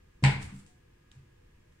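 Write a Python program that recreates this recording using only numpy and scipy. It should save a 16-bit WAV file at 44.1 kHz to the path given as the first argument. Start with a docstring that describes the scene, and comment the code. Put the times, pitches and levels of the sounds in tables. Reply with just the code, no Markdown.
"""A high heel comes down on a laminate floor, close by, in a small bare room.
Just after a faint wash of noise, heel tip and sole clack, shoe and plank ring, the weight makes the
boards boom and the room reverberates. The sole scuffs in tiny slips and the shoe settles with soft
bumps; later the tip ticks and the weight shifts once more. Two thin tones die away.
Faint rumble, hiss and hum fill the room."""
import sys
import numpy as np
from scipy import signal
from scipy.fft import rfft, irfft, next_fast_len
from scipy.io import wavfile

SR = 44100
rng = np.random.default_rng(int(sys.argv[2]) if len(sys.argv) > 2 else 0)


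def transcribe(u):
    """Save the signal u as a 16-bit wav file named by the first command-line argument.

    u: samples, shape (n,) or (channels, n), limited to [-1, 1]; the rate is SR.
    q: integer samples, one column per channel.
    """
    v = np.clip(np.atleast_2d(u).T, -1, 1)
    q = np.round(v * 32767).astype(np.int16)
    wavfile.write(sys.argv[1], SR, q)


N = 79380
TIME_S = np.arange(N) / SR
FFT_SIZE = next_fast_len(2 * N)
BIN_HZ = np.maximum(np.fft.rfftfreq(FFT_SIZE, 1 / SR), 10)
HALF_LR = np.array([[.5], [-.5]])  # splits a left-right difference

# heel tip and sole impacts: t/s, level/dB, tilt/(dB/oct), pan/dB, room/dB
STRIKES = [(0.2378, -1.5, 1, -1, -1.5), (0.2446, -10.5, 2, 9.5, 4), (0.248, -3, -1.5, 2.5, 4)]
# left-right correlation of the room's sound: f/Hz, correlation
ROOM_CORRELATION = [(150, 0.98), (330, 0.38), (550, -0.6), (900, 0.04), (1500, 0.33), (2200, -0.31),
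                    (3500, -0.025), (8000, -0.23)]


def from_db(db):
    """Decibels to gain."""
    return 10 ** (np.asarray(db) / 20)


def unit_rms(x):
    """Scale to rms 1."""
    return x / np.sqrt(np.mean(x ** 2) + 1e-20)


def at_hz(points, hz):
    """Interpolate a table over log frequency."""
    table_hz, value = np.transpose(points)
    return np.interp(np.log(hz), np.log(table_hz), value)


def pan(db):
    """Stereo gains for a left-right level difference."""
    return from_db(HALF_LR * db)


def curve_db(points, tilt_db_oct=0):
    """Level per FFT bin, tilted about 2.5 kHz."""
    return at_hz(points, BIN_HZ) + tilt_db_oct * np.log2(BIN_HZ / 2500)


def colour(x, response_db):
    """Minimum-phase filter."""
    cepstrum = irfft(np.log(from_db(response_db)), FFT_SIZE)
    causal_fold = 1 + np.sign(np.fft.fftfreq(FFT_SIZE))
    response = np.exp(rfft(cepstrum * causal_fold))
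    return irfft(rfft(x, FFT_SIZE) * response, FFT_SIZE)[..., :N]


def decay(start_s, t60_s, rise_s):
    """Envelope: smooth rise, exponential fall."""
    age_s = np.maximum(TIME_S - start_s, 0)
    return (1 - np.exp(-(age_s / rise_s) ** 2)) * from_db(-60 * age_s / t60_s)


def ring(start_s, hz, t60_s, rise_s, phase_rad=0):
    """One damped mode."""
    return decay(start_s, t60_s, rise_s) * np.sin(2 * np.pi * hz * (TIME_S - start_s) + phase_rad)


def diffuse_noise(correlation_table):
    """White stereo noise with the given left-right correlation."""
    correlation = at_hz(correlation_table, BIN_HZ)
    mid, side = rfft(rng.standard_normal((2, FFT_SIZE)))
    mid *= np.sqrt((1 + correlation) / 2)
    side *= np.sqrt((1 - correlation) / 2)
    return irfft([mid + side, mid - side], FFT_SIZE)[:, :N]


def room_tone():
    """Low rumble, soft hiss and wavering lines of hum."""
    # background noise spectrum: f/Hz, relative density/dB
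    air_spectrum = [(20, -1.5), (40, 2.5), (95, -1), (180, -8), (230, -12.5), (480, -15.5), (570, -21),
                    (750, -26.5), (1000, -21.5), (1400, -27.5), (1680, -19), (1950, -23), (2700, -25),
                    (4000, -32.5), (7800, -35), (11000, -42), (15500, -43)]
    # its left-right correlation: f/Hz, correlation
    air_correlation = [(100, 1), (300, 0.74), (600, -0.63), (1200, 0.52), (2000, -0.13), (4000, -0.13),
                       (10000, -0.073)]
    # hum lines: f/Hz, level/dB
    hum_lines = [(350, -80.5), (492, -79), (1233, -85.5), (1658, -84)]
    air_db, waver_db = -61, 4.5
    out = from_db(air_db) * unit_rms(colour(diffuse_noise(air_correlation), curve_db(air_spectrum)))
    for hz, db in hum_lines:
        waver = np.interp(TIME_S, np.linspace(0, N / SR, 20), rng.standard_normal(20))
        phase_rad = 2 * np.pi * hz * TIME_S + waver / 2 + rng.uniform(0, np.pi, (2, 1))
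        out += np.sqrt(2) * from_db(db + waver_db * waver) * np.sin(phase_rad)
    return out


def room_response():
    """Dense reflections that last longest in the bass; unit energy."""
    # reverberation time: f/Hz, t60/s
    reverb_times = [(250, 0.95), (500, 0.48), (1000, 0.46), (2000, .48), (4000, 0.4), (8000, .35),
                    (14000, 0.55)]
    noise = rfft(diffuse_noise(ROOM_CORRELATION), FFT_SIZE)
    centres_hz = np.geomspace(250, 16000, 7)
    out = 0
    for hz, weights in zip(centres_hz, np.eye(len(centres_hz))):
        band_gain = at_hz(np.c_[centres_hz, weights], BIN_HZ)
        band = irfft(noise * band_gain, FFT_SIZE)[:, :N]
        out += band * decay(0, at_hz(reverb_times, hz), rise_s=0.0062)
    return unit_rms(out) / np.sqrt(N)


def contact(start_s, t60_s, room, room_db):
    """Unit-energy noise burst plus the room's reflections."""
    burst = diffuse_noise(ROOM_CORRELATION) * decay(start_s, t60_s, rise_s=t60_s / 20)
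    reflections = np.pad(room, ((0, 0), (int(start_s * SR), 0)))[:, :N]
    return unit_rms(burst) / np.sqrt(N) + from_db(room_db) * reflections


def faint_tones():
    """Thin tones swell and die as the shoe settles and as it lifts."""
    # tones: t/s, f/Hz, level/dB, t60/s, rise/s
    tones = [(.668, 727, -65, .38, .03), (1.61, 605, -77, .8, .025)]
    return sum(from_db(db) * ring(start_s, hz, t60_s, rise_s) for start_s, hz, db, t60_s, rise_s in tones)


def sole_scuffs(room):
    """The sole rubs the floor in swells of tiny random slips."""
    # rubs: peak t/s, level/dB, rise/s, fall/s, tilt/(dB/oct)
    rubs = [(0.429, -46.5, 0.015, 0.019, -1), (0.492, -57, 0.0093, .03, -6.5),
            (0.558, -60.5, 0.024, 0.028, 3), (.594, -60.5, .01, 0.017, 1), (1.161, -77, 0.017, 0.013, -6.5)]
    # friction spectrum: f/Hz, level/dB
    rub_spectrum = [(300, -45), (700, -10.5), (1200, -1.5), (2400, -3), (4000, -4.5), (6000, -5.5),
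                    (8000, -1), (10000, -7.5), (11500, -20.5), (15000, -27)]
    slips_per_s, spread_db, room_db = 3000, -1, -2
    out = 0
    for peak_s, db, rise_s, fall_s, tilt_db_oct in rubs:
        slipping = rng.random(N) < slips_per_s / SR
        strength = from_db(spread_db * np.minimum(rng.exponential(1, N), 3))
        slips = unit_rms(slipping * strength * rng.standard_normal((2, N)))
        swell = np.exp(np.minimum((TIME_S - peak_s) / rise_s, (peak_s - TIME_S) / fall_s))
        shape_db = curve_db(rub_spectrum, tilt_db_oct)
        filter_rms = np.sqrt(np.mean(from_db(shape_db) ** 2))
        out += from_db(db) * colour(slips * swell, shape_db) / filter_rms
    return out + from_db(room_db) * signal.fftconvolve(out, room, axes=1)[:, :N]


def wash_and_ticks(room):
    """A faint, reverberant wash of noise just before the clack; later the heel tip ticks and pings."""
    # the wash, then three ticks: t/s, level/dB, tilt/(dB/oct), room/dB, ping gain
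    events = [(0.2248, -14, -2.5, 19, 0.12), (0.6631, -18.5, 4, 4, 0.23), (1.115, -14.5, -0.5, 3, 0.57),
              (1.7224, -33.5, 3.5, 6, 0.7)]
    # their noise spectrum: f/Hz, level/dB
    spectrum = [(400, -33), (1100, -18.5), (2500, -15), (3500, -17), (4600, -20.5), (7500, -16.5),
                (9800, -25), (11500, -52), (15000, -45)]
    # ping modes: f/Hz, level/dB, t60/s
    ping_modes = [(3200, -30, .011), (3700, -30, .011)]
    out = 0
    for start_s, db, tilt_db_oct, room_db, ping_gain in events:
        burst = contact(start_s, t60_s=0.018, room=room, room_db=room_db)
        noise = colour(burst, curve_db(spectrum, tilt_db_oct))
        ping = 0
        for hz, mode_db, t60_s in ping_modes:
            phase_rad = rng.uniform(0, np.pi / 2, (2, 1))
            ping += from_db(mode_db) * ring(start_s, hz, t60_s, 1 / hz, phase_rad)
        out += from_db(db) * (noise + ping_gain * ping)
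    return out


def plank_ring():
    """Shoe and plank ring on from the first strike, reaching the two ears out of step."""
    # shoe and plank modes: f/Hz, level/dB, t60/s, pan/dB, left lead/rad
    modes = [(618, -43, .25, -2, 0), (815, -31.5, .34, 6, .3), (912, -40, .23, 9, 1),
             (1011, -32, .25, 0, -.5), (1458, -38.5, .31, 8, 1.3), (1777, -42, .31, 5, .4),
             (1911, -40, .35, 4, -1.6), (2165, -36.5, .45, -6, 1), (2250, -33, .36, 4, 1.8),
             (2400, -39, .32, 8, -1), (2543, -41, .3, 7, .5), (2729, -42, .25, 0, -.2),
             (2855, -40, .25, 1, -.5)]
    start_s, rise_s = STRIKES[0][0], 0.008
    out = 0
    for hz, db, t60_s, pan_db, lead_rad in modes:
        phase_rad = lead_rad * HALF_LR + rng.uniform(0, 2 * np.pi)
        out += from_db(db) * pan(pan_db) * ring(start_s, hz, t60_s, rise_s, phase_rad)
    return out


def floor_boom():
    """Weight drives the boards' low modes, neighbours in antiphase; the foot damps them."""
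    # landings of weight: t/s, level/dB, centre f/Hz, fall-off/(dB/oct), rise/s, t60 factor
    bumps = [(.2250, -1.5, 146, 2, 0.001, 0.98), (0.417, -8, 83.3, 31, 0.015, 0.57),
             (.515, -6, 214, 32.5, 0.013, 0.59), (1.151, -22.5, 92.6, 24, 0.0048, 0.94)]
    # floor modes, the close pair beats: f/Hz, level/dB, t60/s
    modes = [(36.3, -47.5, 1.4), (77.3, -25.5, .42), (87.3, -33.5, 0.83), (105, -30.5, 0.68),
             (131.8, -10.5, 0.36), (141, -12, 0.36), (194.5, -26.5, 0.61), (226.1, -40.5, .45),
             (270.9, -32, 0.509), (424, -54.5, 0.12), (446.9, -38.5, 0.51)]
    right_lag_s = .00018
    out = 0
    for k, (hz, mode_db, t60_s) in enumerate(modes):
        polarity = (-1) ** (k + 1)
        phase_rad = 2 * np.pi * hz * right_lag_s * HALF_LR
        for start_s, bump_db, centre_hz, falloff_db_oct, rise_s, t60_factor in bumps:
            gain = from_db(bump_db + mode_db - falloff_db_oct * abs(np.log2(hz / centre_hz)))
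            out += polarity * gain * ring(start_s, hz, t60_s * t60_factor, rise_s, phase_rad)
    return out


def heel_clack():
    """Tip and sole strike in quick succession, each spot with its own reflections."""
    # strike spectrum: f/Hz, level/dB
    clack_spectrum = [(150, -12), (280, -14), (500, -11), (740, -8.5), (830, -3.5), (900, -5), (1010, -5),
                      (1200, -16.5), (1480, -9), (1700, -8), (2200, -1), (2650, -6.5), (3100, -11),
                      (4800, -15), (5500, -24), (6800, -25.5), (7900, -19.5), (8900, -31), (10200, -31),
                      (11500, -51), (15000, -58)]
    # stereo balance: f/Hz, left minus right/dB
    balance = [(400, -2), (650, 0), (850, -1), (1200, 2.5), (2300, -3), (3500, -1.5), (5000, 0), (6500, 1),
               (7900, 8.5), (9600, -4), (12000, -7)]
    gain_db = 17
    out = 0
    for start_s, db, tilt_db_oct, pan_db, room_db in STRIKES:
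        crack = contact(start_s, t60_s=0.021, room=room_response(), room_db=room_db)
        out += from_db(gain_db + db) * pan(pan_db) * colour(crack, curve_db(clack_spectrum, tilt_db_oct))
    return colour(out, curve_db(balance) * HALF_LR)


def scene():
    """One step and its after-sounds over the room tone."""
    room = room_response()
    step = floor_boom() + heel_clack() + plank_ring()
    return step + sole_scuffs(room) + wash_and_ticks(room) + faint_tones() + room_tone()


def record(dry):
    """Steep elliptic low-pass."""
    cutoff_hz = 15700
    return signal.sosfilt(signal.ellip(10, .1, 80, cutoff_hz, fs=SR, output="sos"), dry)


dry = scene()
out = record(dry)
transcribe(out)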